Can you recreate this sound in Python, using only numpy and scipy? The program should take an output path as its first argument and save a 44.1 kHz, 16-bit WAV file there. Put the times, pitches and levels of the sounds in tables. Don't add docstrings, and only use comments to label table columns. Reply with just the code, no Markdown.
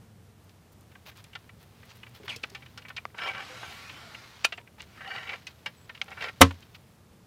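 import sys
import numpy as np
from scipy import signal
from scipy.fft import rfft, irfft
from scipy.io import wavfile
from scipy.ndimage import uniform_filter1d

SR = 44100
rng = np.random.default_rng(int(sys.argv[2]) if len(sys.argv) > 2 else 0)


def level_to_linear(level):
    exponent = np.asarray(level, float) / 20
    return 10 ** exponent


def wav_record(signal):
    frames = np.transpose(np.atleast_2d(signal))
    bounded = np.clip(frames, -1, 1)
    quanta = np.round(bounded * 32767).astype(np.int16)
    wavfile.write(sys.argv[1], SR, quanta)


N = 320342


def evened(x):
    return x / np.sqrt(np.mean(x ** 2) + 1e-20)


def add(mix, s, sound):
    part = mix[round(s * SR):][:len(sound)]
    part += sound[:len(part)]


def coloured(x, points):
    hz = np.fft.rfftfreq(len(x), 1 / SR)
    f, db = np.transpose(points)
    gain = level_to_linear(np.interp(np.log(hz + 1), np.log(f + 1), db, -100, -100))
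    return evened(irfft(rfft(x) * gain, len(x)))


def band(x, low_hz, high_hz):
    edges_hz = [low_hz, min(high_hz, .45 * SR)]
    return signal.sosfilt(signal.butter(2, edges_hz, "band", fs=SR, output="sos"), x)


def lumps(count, seconds):
    size = max(int(seconds * SR), 1)
    return evened(uniform_filter1d(uniform_filter1d(rng.standard_normal(count), size), size))


def ringing(hz, db, t60, phase, count=4096):
    rate = (2j * np.pi * np.asarray(hz) - np.log(1000) / t60) / SR
    coarse = level_to_linear(db) * np.exp(np.arange(0, count, 64)[:, None] * rate + 1j * phase)
    fine = np.exp(rate[:, None] * np.arange(64))
    return (coarse @ fine).imag.ravel()[:count]


def resonate(x, hz, width_hz):
    turn = np.exp(2j * np.pi * np.cumsum(hz) / SR)
    r = np.exp(-np.pi * width_hz / SR)
    return 2 * (turn * signal.lfilter([1 - r], [1, -r], x / turn)).real


def columns(rows):
    s, *rest = np.transpose(rows)
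    t = np.arange(s[0], s[-1], 1 / SR)
    return s[0], [np.interp(t, s, c) for c in rest]


# frequency in Hz, level in dB per Hz.
FAR = [(12, -63), (20, -31), (53, -14.5), (79, -3.5), (101, -2.5), (145, -7), (243, -10.5), (266, -19.5),
       (348, -27), (375, -34.5), (462, -32.5), (497, -25), (700, -32), (910, -75), (1540, -120)]
# frequency in Hz, level in dB per Hz.
HISS = [(180, -29), (300, -4.5), (372, -5.5), (461, -3.5), (492, -8), (968, -11.5), (1090, -12),
        (1970, -17), (15500, -28)]
# time in seconds, pitch in Hz, level in dB.
HUM = [(0, 103.5, -58.5), (0.451, 97, -53), (.62, 91.9, -65), (2.2, 121.6, -57.5), (4.3, 115.9, -64),
       (4.6, 89.5, -74.5), (7.26, 89.1, -71.5)]


def background():
    t = np.arange(N) / SR
    rumble = coloured(rng.standard_normal(N), FAR)
    rumble *= level_to_linear(-57.5 + 0.67 * lumps(N, .3) + 0.89 * lumps(N, .05))
    s, hz, db = np.transpose(HUM)
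    turns = np.cumsum(np.interp(t, s, hz) * (1 + .03 * lumps(N, .06))) / SR
    motor = np.sin(2 * np.pi * turns) + 0.21 * np.sin(4 * np.pi * turns)
    hum = level_to_linear(np.interp(t, s, db) + 3 * lumps(N, .05)) * motor
    hiss = level_to_linear(-62.5 + 0.48 * lumps(N, .02)) * coloured(rng.standard_normal(N), HISS)
    return rumble + hum + hiss


def crackle(count, bright_db, dull_db):
    grains = rng.standard_normal(count)
    burst_db = 2.5 * np.minimum(rng.exponential(1, count), 5)
    grains *= level_to_linear(burst_db + 2.2 * lumps(count, 0.0014))
    bright = level_to_linear(bright_db) * evened(band(grains, 3300, 21000))
    return bright + level_to_linear(dull_db) * evened(band(grains, 650, 4900))


def rub(s, length_s, bright_db, dull_db):
    count = int(length_s * SR)
    return s, crackle(count, bright_db, dull_db) * signal.windows.tukey(count, .6)


# start in seconds, length in seconds, bright level in dB, dull level in dB.
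RUBS = [(0.434, .02, -66, -71), (0.485, 0.039, -72, -68), (0.716, 0.022, -63, -72),
        (1.05, 0.064, -54, -47.5), (1.145, 0.078, -63, -55), (1.59, 0.062, -63, -59),
        (1.85, .015, -59.5, -61), (1.885, 0.046, -66, -52.5), (1.948, 0.033, -59, -62),
        (2.088, .012, -63, -74), (2.137, 0.048, -59, -53.5), (2.243, 0.029, -57, -51),
        (2.881, 0.025, -60, -51.5), (4.78, 0.077, -67, -54), (3.64, 0.17, -61.5, -75),
        (5.471, 0.06, -67, -57), (6.737, 0.038, -63, -55)]


def rubs(mix):
    for row in RUBS:
        add(mix, *rub(*row))


def bending(t60, chance):
    order = np.arange(10, 44) + .5
    hz = 7.5 * order ** 2 * (1 - 1.8e-5 * order ** 2)
    n = len(hz)
    mode_t60 = 1.4 * t60 * np.minimum(4800 / hz, 1) ** 1.1
    return ringing(hz, 5.7 * chance[:n], mode_t60, 0.69 * chance[n:2 * n])


# frequency in Hz, width in Hz, level in dB.
BARREL = [(781, 7.5, -12), (1118, 10, -8.5), (1365, 22, -0.5), (1560, 32, -2), (1810, 53, -11),
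          (2200, 49, -18), (2310, 47, 2), (2650, 29, -17), (2820, 65, 0.5), (3120, 200, -7.5),
          (3860, 33, -12), (4700, 120, -13), (5323, 99, -15), (6430, 71, -36), (6850, 33, -47),
          (7005, 58, -50)]


def tap(s, peak_db, hz, upper_db, tick_db, fall_db_per_ms, bend_db):
    t, chance = np.arange(4096) / SR, rng.standard_normal((3, 4096))
    t60 = 0.077 / np.clip(fall_db_per_ms, .3, 20)
    grit = chance[0] * level_to_linear(-60 * t / (0.64 * t60)) * np.minimum(t / 0.0013, 1)
    steel = np.transpose(BARREL)[0] * (1 + 0.024 * chance[1, :len(BARREL)])
    dense = np.geomspace(500, 15500, num=60) * (1 + 0.028 * chance[1, 100:160])
    f = np.concatenate([[hz], steel, dense])
    mode_db = 1.8 * chance[1, 200:200 + len(f)] * (f != hz) + 7 * (f == hz)
    phase = np.pi * chance[1, 300:300 + len(f)]
    ring = ringing(f, mode_db, 1.04 * t60 * (2000 / f) ** .5, phase, count=2048)
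    struck = evened(signal.fftconvolve(grit, ring)[:4096])
    struck = struck + level_to_linear(bend_db) * evened(bending(t60, chance[1, 500:]))
    z = rfft(np.roll(struck, 44))
    z /= np.sqrt(uniform_filter1d(abs(z) ** 2, size=45))
    colour = [(hz / 8, -60), (hz / 5.7, -20), (0.78 * hz, -5), (hz, 0),
              (max(3100, 0.82 * hz), 0.34 * upper_db), (4900, upper_db + 0.5),
              (9500, tick_db - 4.5), (16000, tick_db - 11)]
    body = coloured(irfft(z), colour)
    slats = level_to_linear(-16 - 60 * t / 0.141) * band(chance[2], 0.25 * hz, 1.3 * hz)
    sound = body / abs(body).max() + slats * np.minimum(t / 0.0018, 1)
    return s - .0009, level_to_linear(peak_db) * sound


def contacts(mix, taps, tick_re_upper_db, fall_db_per_ms, bend_db):
    for s, peak_db, hz, upper_db in taps:
        tick_db = upper_db + tick_re_upper_db
        add(mix, *tap(s, peak_db, hz, upper_db, tick_db, fall_db_per_ms, bend_db))


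# start in seconds, peak in dB, strongest ring in Hz, upper ring in dB.
SNAPS = [
    (0.494, -49, 1350, -3),
    (2.28, -26.5, 1550, -15),
    (2.437, -22, 2490, -15.5),
    (4.804, -31, 2890, -18),
    (5.975, -39, 2720, -18),
    (6.0155, -22, 2560, -8),
]


def snaps(mix):
    contacts(mix, SNAPS, tick_re_upper_db=-23, fall_db_per_ms=4, bend_db=-7)


# start in seconds, level in dB, centre in Hz.
SNICKS = [(1.1733, -29, 6500), (1.2418, -26, 6000), (3.182, -21, 3600), (4.82, -19.5, 4600),
          (.4945, -32, 3300), (.517, -37, 2300), (.9185, -35, 2300), (1.118, -33, 2500), (1.39, -34, 3000),
          (1.629, -33, 6000), (1.593, -36, 2800), (.81, -35, 8500), (6.044, -31, 6500), (6.106, -29, 4500),
          (6.607, -31, 5000), (2.894, -31, 5500)]


def snicks(mix):
    for s, db, hz in SNICKS:
        click = band(np.eye(1, 200)[0], 0.55 * hz, 1.76 * hz)
        add(mix, s, level_to_linear(db) * band(click, .5 * hz, 4 * hz))


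# time in seconds, dull level in dB.
RUSTLE = [(0.85, -71), (1.32, -61), (1.6, -66.5), (1.91, -54.5), (2.05, -59.5), (2.38, -55), (2.82, -61),
          (3.1, -62), (3.2, -78), (4.39, -52), (4.46, -46), (4.66, -80), (4.9, -59), (5.4, -53.5),
          (5.5, -61), (6.3, -57), (6.52, -53.5), (7.0, -74)]


def rustle(mix):
    s, (dull_db,) = columns(RUSTLE)
    count, bright_db = len(dull_db), .4 * dull_db - 43.5
    cloth = crackle(count, bright_db - 2.5, dull_db - 4)
    add(mix, s, cloth * signal.windows.tukey(count, .01))


# start in seconds, peak in dB, strongest ring in Hz, upper ring in dB.
RATTLES = [(0.916, -50, 1500, -19), (1.353, -27.5, 1411, -15), (2.902, -33, 1520, -31),
           (2.965, -27.5, 2810, -10), (3.184, -26, 1830, -26), (3.218, -27, 1520, -22),
           (3.294, -29, 2360, -30), (3.347, -31, 1540, -23), (3.402, -30.5, 1810, -26),
           (3.894, -30.5, 2650, -18), (4.523, -24, 2796, -20.5), (4.579, -32.5, 2390, -29),
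           (4.782, -45, 845, -25), (4.974, -40, 1270, -23), (5.104, -34, 1800, -27), (5.149, -30, 781, -28),
           (5.273, -33, 2720, -28), (5.292, -25.5, 2230, -24), (5.331, -26.5, 2340, -36),
           (5.894, -31.5, 1817, -25), (5.949, -35.5, 3100, -20), (6.081, -36, 773, -23),
           (6.115, -34, 2330, -29), (6.173, -34, 1500, -37), (6.192, -51, 1530, -24),
           (6.208, -26.5, 2280, -19), (6.222, -24, 1560, -14), (6.24, -25.5, 1060, -13),
           (6.284, -28.5, 2400, -22.5), (6.624, -42, 3130, -13)]


def rattles(mix):
    contacts(mix, RATTLES, tick_re_upper_db=-21.5, fall_db_per_ms=1.89, bend_db=-5)


# start in seconds, peak in dB, strongest ring in Hz, upper ring in dB.
TICKS = [(0.953, -42.5, 1546, -30), (1.176, -52, 2820, -6), (1.243, -42, 2370, -10),
         (1.332, -39.5, 3170, -25), (1.492, -41.5, 2000, -29), (1.831, -43, 1986, -37),
         (2.032, -34, 2930, -26.5), (2.066, -41, 2302, -26), (2.232, -43.5, 2172, -15),
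         (2.361, -32, 5500, -5), (2.499, -43.5, 1723, 14), (2.432, -34, 4500, -12), (2.661, -40, 2870, -21),
         (2.82, -41.5, 2870, -19), (2.883, -38, 2500, -18), (2.979, -27, 2420, -31),
         (3.099, -50, 2010, -35), (3.145, -37.5, 960, -38), (4.147, -31, 2760, -33),
         (4.674, -42, 2310, -36), (5.045, -36.5, 1810, -28), (6.508, -27, 920, -21)]


def ticks(mix):
    contacts(mix, TICKS, tick_re_upper_db=-7, fall_db_per_ms=2.7, bend_db=-6)


def thud(s, peak_db, hz, fall_db_per_ms):
    t, chance = np.arange(4096) / SR, rng.standard_normal((2, 4096))
    t60 = 0.087 / np.clip(fall_db_per_ms, .3, 20)
    push = chance[0] * level_to_linear(-60 * t / (.5 * t60)) * np.minimum(t / 0.0014, 1)
    ring = ringing(hz * np.array([.6, .8, 1, 1.3]), np.array([-4.5, -10, 6, -7.5]), t60, 0)
    body = band(signal.fftconvolve(push, ring)[:4096], .5 * hz, 3.3 * hz)
    return s, level_to_linear(peak_db - 3) * body / abs(body).max()


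# start in seconds, peak in dB, pitch in Hz.
BUMPS = [
    (2.236, -41, 400),
    (2.515, -44, 400),
    (4.6, -46, 950),
    (1.075, -46, 620),
]


def bumps(mix):
    for row in BUMPS:
        add(mix, *thud(*row, fall_db_per_ms=1.2))


# start in seconds, peak in dB, strongest ring in Hz, upper ring in dB.
DRAGS = [(1.115, -45, 1760, -17), (2.148, -46, 3120, -2), (2.296, -28, 3200, -15),
         (2.549, -31, 2310, -20.5), (2.623, -40, 2500, -27), (2.776, -30.5, 1350, -8),
         (2.851, -36.5, 2297, -42), (3.631, -29.5, 1050, -27), (5.008, -31.5, 1700, -40),
         (5.469, -30, 2470, -6), (5.6605, -24, 2250, -18.5)]


def drags(mix):
    contacts(mix, DRAGS, tick_re_upper_db=-11, fall_db_per_ms=1.36, bend_db=3.5)


# start in seconds, pitch in Hz, level in dB, t60 in seconds.
PINGS = [(6.0146, 2191, -20, .022), (6.0146, 3165, -22, .022), (6.0146, 6200, -42, .04),
         (6.0146, 1373, -36, .048), (6.018, 781, -42, .07), (5.66, 2250, -27, .03), (5.66, 2859, -27, .03),
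         (5.662, 5216, -42, .06), (5.662, 1599, -38, .08), (5.4682, 6200, -36, .015),
         (5.469, 2536, -34, .04), (5.469, 2837, -36, .058), (5.469, 2035, -37, .03),
         (5.4685, 4113, -40, .05), (2.978, 2390, -26, .04), (2.978, 2810, -31, .02),
         (2.776, 2900, -39, .03), (2.776, 5500, -43, .04), (2.78, 1400, -40, .04), (2.436, 2584, -24, .026),
         (1.353, 3144, -33, .019), (5.2915, 2300, -29, .02), (5.2915, 2900, -33, .015),
         (3.0585, 1200, -39, .015), (2.362, 2600, -40, .04)]


def pings(mix):
    rise = np.minimum(np.arange(4096) / SR / .0007, 1)
    for s, hz, db, t60 in PINGS:
        add(mix, s, ringing([hz], db, t60, 0) * rise)


# start in seconds, peak in dB, pitch in Hz.
THUDS = [
    (2.197, -39.5, 422),
    (2.362, -37.5, 458),
    (2.435, -34.5, 430),
    (2.55, -53, 781),
    (3.489, -41, 513),
    (3.631, -30, 660),
    (4.447, -28, 666),
    (4.524, -36, 717),
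    (4.578, -38, 695),
    (5.663, -32.5, 780),
]


def thuds(mix):
    for s, peak_db, hz in THUDS:
        add(mix, *thud(s, peak_db, hz, fall_db_per_ms=1 + 0.5 * (peak_db + 39)))


def streaked(x, depth_db, size=9):
    z = signal.stft(x, nperseg=1024, noverlap=768)[2]
    patches = uniform_filter1d(rng.standard_normal(z.shape), 3, axis=0)
    patches = evened(uniform_filter1d(patches, size, axis=1))
    return evened(signal.istft(z * level_to_linear(depth_db * patches), nperseg=1024, noverlap=768)[1][:len(x)])


# frequency in Hz, level in dB per Hz.
SCRAPE = [(250, -17), (450, 1), (900, 3.5), (1800, -5), (3000, 3.5), (4500, -35), (6300, -37), (7500, -93),
          (12000, -60)]
# frequency in Hz, level in dB per Hz.
PATCH = [(250, -4), (500, -5.5), (1100, 0.5), (2400, -0.5), (4500, -4), (6500, -12), (8500, -19),
         (12000, -22), (16000, -35)]


def stroke(rows, grip_db, ring_db):
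    s, (pressure_db, hz) = columns(rows)
    count, chatter = len(hz), np.clip((pressure_db + 52.5) / 28, .15, 1)
    grains = rng.standard_normal(count) * level_to_linear(2 * np.minimum(rng.exponential(1, count), 5))
    grains *= level_to_linear(chatter * 5.5 * lumps(count, 0.0023))
    grains /= np.sqrt(abs(uniform_filter1d(grains ** 2, size=2200)) + 1e-9)
    f, width_hz, db = np.transpose(BARREL)
    ring = ringing(f, db, 3.6 / width_hz, rng.uniform(0, 2 * np.pi, len(f)))
    rattle = evened(signal.fftconvolve(grains, ring)[:count]) + level_to_linear(-3) * coloured(grains, SCRAPE)
    rattle += level_to_linear(ring_db) * evened(resonate(resonate(grains, hz, 520), hz, 550))
    hiss = coloured(rng.standard_normal(count) * level_to_linear(0.75 * lumps(count, 0.007)), PATCH)
    hiss_db = grip_db + 0.53 * (pressure_db + 42) - pressure_db
    sound = np.sqrt(chatter) * streaked(rattle, 2.1)
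    sound += level_to_linear(hiss_db + 15.5) * streaked(hiss, 3.5, size=20)
    return s, level_to_linear(pressure_db) * sound * signal.windows.tukey(count, min(0.016 * SR / count, 1))


# time in seconds, pressure in dB, moving rod ring in Hz.
STROKES = [
    [(2.27, -62, 3303), (2.295, -33, 3140), (2.315, -34.5, 2400), (2.355, -45, 2250), (2.365, -58, 2254)],
    [(3.14, -64, 1390), (3.172, -46, 1580), (3.19, -37.5, 1600), (3.24, -34, 1480), (3.292, -32, 2340),
     (3.332, -41, 2200), (3.4, -37.5, 1520), (3.45, -44, 1800)],
    [(3.38, -61, 1600), (3.45, -47, 1800), (3.57, -44.5, 2050), (3.64, -44, 1400), (3.68, -45, 1700),
     (3.84, -48, 2327), (4.04, -53.5, 1810), (4.24, -54.5, 2200), (4.425, -71, 1598)],
    [(4.86, -64, 1880), (5.004, -46.5, 1810), (5.156, -37, 1850), (5.255, -42, 1980), (5.338, -37, 2270),
     (5.384, -52, 2050), (5.41, -68, 1800)],
    [(6.07, -69, 1780), (6.118, -39, 2040), (6.154, -49, 1690), (6.222, -35.5, 1860), (6.296, -37, 2040),
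     (6.33, -68, 1770)],
]
PATCH_GRIP_DB = [-64.5, -70.5, -60.5, -71.5, -73]
ROD_RING_DB = [22, -3., -7, -3, -6]


def strokes(mix):
    for row in zip(STROKES, PATCH_GRIP_DB, ROD_RING_DB):
        add(mix, *stroke(*row))


# start in seconds, peak in dB, strongest ring in Hz, upper ring in dB.
NICKS = [(3.192, -32, 1600, -22), (3.235, -26.5, 1500, -14), (3.264, -31, 1560, -18),
         (3.272, -27, 1300, -10), (3.278, -25, 2400, -18), (3.286, -31, 3000, -26), (3.315, -32, 2400, -22),
         (3.335, -38, 2600, -16), (3.38, -34, 1500, -12), (3.425, -38, 2000, -18), (4.797, -42, 2700, -15),
         (4.825, -41, 2500, -11), (5.076, -35, 3020, -16), (5.115, -35, 1800, -24), (5.162, -28, 2800, -20),
         (5.183, -32, 1900, -20), (5.231, -33, 1860, -18), (2.443, -28, 1500, -20), (5.306, -34, 2300, -22),
         (5.337, -29, 1600, -20), (5.358, -36, 2800, -22), (6.06, -46, 2470, -22), (6.262, -30, 1500, -18),
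         (6.747, -41, 2650, -14), (6.751, -40, 3300, -12), (3.698, -39, 3000, -16), (3.723, -37, 2300, -20),
         (2.549, -40, 5300, 0)]


def nicks(mix):
    contacts(mix, NICKS, tick_re_upper_db=-24, fall_db_per_ms=5, bend_db=-5)


# frequency in Hz, level in dB, t60 in seconds.
TOCK = [(764, -35, .009), (1170, -20, 0.0083), (1500, -35, 0.0065), (2040, -25, 0.008),
        (4660, -35.5, 0.0047)]


def tock(mix):
    add(mix, 3.0535, band(band(ringing(*np.transpose(TOCK), 0), 540, 6500), 400, 7000))


# start in seconds, end in seconds, pitch in Hz, level in dB.
SINGS = [
    (5.05, 5.23, 2880, -48),
    (5.03, 5.1, 1860, -50),
    (5.07, 5.2, 4560, -57),
    (5.295, 5.35, 2300, -46),
    (3.2, 3.31, 3150, -47),
    (3.2, 3.3, 5300, -55),
    (5.19, 5.245, 1860, -50),
]


def sings(mix):
    for start, end, hz, db in SINGS:
        count = int((end - start) * SR)
        ring = rng.standard_normal(count) * level_to_linear(3 * lumps(count, .003))
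        curve_hz = np.full(count, hz)
        ring = resonate(resonate(ring, curve_hz, 150), curve_hz, 150)
        add(mix, start, level_to_linear(db) * evened(ring) * signal.windows.tukey(count, .3))


def whistle(start, end, hz, db):
    count = int((end - start) * SR)
    turns = np.cumsum(hz * (1 + .004 * lumps(count, .004))) / SR
    return start, level_to_linear(db) * np.sin(2 * np.pi * turns) * signal.windows.tukey(count, .4)


# start in seconds, end in seconds, pitch in Hz, level in dB.
SQUEAKS = [
    (3.288, 3.304, 2320, -27.5),
    (5.068, 5.094, 781, -41),
    (5.108, 5.121, 1810, -36),
    (5.175, 5.189, 1960, -37),
]


def squeaks(mix):
    for row in SQUEAKS:
        add(mix, *whistle(*row))


# start in seconds, end in seconds, pitch in Hz, level in dB.
CHIRPS = [
    (3.422, 3.5, 7900, -73),
    (5.765, 5.803, 7850, -66),
    (5.8, 5.864, 7750, -67),
]


def bird(mix):
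    for row in CHIRPS:
        add(mix, *whistle(*row))


# start in seconds, length in seconds, bright level in dB, dull level in dB.
SWELL = (3.58, .5, -67, -66)


def patch_bite(mix):
    add(mix, *rub(*SWELL))


# start in seconds, level in dB.
CLACK = [
    (4.4415, -44),
    (4.4466, -11),
    (4.4483, -15),
    (4.450, -9),
    (4.4517, -14),
    (4.4555, -21),
    (4.466, -34),
]
# frequency in Hz, level in dB, t60 in seconds.
BREECH = [(680, -22, 0.07), (1380, -11, 0.055), (1780, -10, 0.03), (2471, -2, 0.052), (2650, -4, .035),
          (2850, -5, .035), (3040, -4, 0.027), (3725, -9, .036), (4317, -11, .04), (4780, -12, .04),
          (5730, -11, .03), (9240, -18, 0.032), (10870, -24, .04), (11960, -23, .03)]


def clack(mix):
    start, t = CLACK[0][0], np.arange(4096) / SR
    chance, push = rng.standard_normal((len(CLACK) + 2, 4096)), np.zeros(6000)
    for (s, db), grit in zip(CLACK, chance):
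        add(push, s - start, level_to_linear(db - 60 * t / 0.0012) * grit)
    z = rfft(push)
    push = irfft(z / np.sqrt(uniform_filter1d(abs(z) ** 2, size=25)))
    ring = signal.fftconvolve(push, ringing(*np.transpose(BREECH), 0))
    clatter = level_to_linear(-7 - 60 * t / 0.032) * band(chance[-2], 1000, 6000)
    clatter += level_to_linear(-17 - 60 * t / 0.11) * band(chance[-2], 700, 4000)
    add(ring, 0, signal.fftconvolve(push, clatter))
    direct = level_to_linear(9) * band(push, 1200, 6000) + level_to_linear(3) * band(push, 250, 1000)
    add(ring, 0, direct + level_to_linear(6) * band(push, 10000, 14500))
    add(mix, start, level_to_linear(-12) * band(ring, 420, 14500))


# frequency in Hz, level in dB, t60 in seconds.
KNOCK = [(87.5, -9.5, 0.1504), (271.8, -3.5, 0.1), (458, -6.5, 0.12), (546.4, -5, 0.11), (698, -12, 0.12),
         (735, -2.5, 0.083), (846, -23.5, 0.12), (914, -4, 0.068), (1030, -7.5, 0.15), (1110, -3, 0.12),
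         (1294, -2.5, 0.11), (1200, -10, 0.089), (2037, -0.5, 0.074), (2140, -11, 0.047)]
# frequency in Hz, level in dB, t60 in seconds.
ROD = [(1550, -3, .06), (1917, -10, .05), (2860, -3, .05), (3080, -1, .045), (3330, -4, .04),
       (4480, -7.5, .04), (5870, -11, 0.041), (6270, -16, .03), (9400, -15, .03), (10700, -17, .025)]


def knock():
    pop_s, blow_s, bore_echo_s = 6.4088, 6.4148, .00546
    out, t = np.zeros(N), np.arange(12000) / SR
    hz, db, t60 = np.transpose(KNOCK)
    low = hz < 500
    t60 = t60 * np.interp(hz, [90, 270, 600], [1.65, 1.5, .68])
    boom = ringing(hz[low], db[low], t60[low], .7, count=12000)
    add(out, pop_s, level_to_linear(-6) * boom * np.minimum(t / 0.00088, 1))
    add(out, blow_s, level_to_linear(-5) * ringing(hz, db, t60, np.pi * low, count=12000))
    add(out, blow_s, level_to_linear(-8) * ringing(*np.transpose(ROD), 0))
    noise = rng.standard_normal((4, 12000))
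    crack = band(noise[0], 790, 3600) + level_to_linear(-4) * band(noise[0], 4200, 6600)
    crack = (crack + level_to_linear(-6) * band(noise[0], 9500, 13000)) * level_to_linear(-60 * t / 0.027)
    leak = band(noise[3, :250] * t[:250] / .005, 800, 7000)
    add(out, pop_s - .004, level_to_linear(-36) * leak)
    add(out, pop_s + .002, level_to_linear(-6.5) * crack)
    for k in range(9):
        echo = band(crack, 300, 700 + 15000 * .52 ** k)
        add(out, blow_s + k * bore_echo_s, (-1) ** k * level_to_linear(7 - 6.4 * k) * echo)
    add(out, blow_s, level_to_linear(-1 - 60 * t / 0.085) * band(noise[1], 350, 3300))
    add(out, pop_s, level_to_linear(11 - 60 * t / 0.14) * band(noise[2], 110, 230))
    add(out, blow_s, level_to_linear(-23.5 - 60 * t / 0.22) * band(noise[3], 250, 4200))
    return band(out, 62, 19000)


def scene():
    mix = background() + knock()
    for layer in (strokes, rustle, thuds, tock, snicks, rubs, bird, ticks, rattles, drags, snaps, nicks,
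                  clack, squeaks, bumps, pings, sings, patch_bite):
        layer(mix)
    return mix[None]


def roll_off(x):
    return signal.sosfilt(signal.butter(12, 15630, fs=SR, output="sos"), x)


def record(dry):
    clipped = np.clip(dry, -1, 1)
    return roll_off(clipped)


dry = scene()
out = record(dry)
wav_record(out)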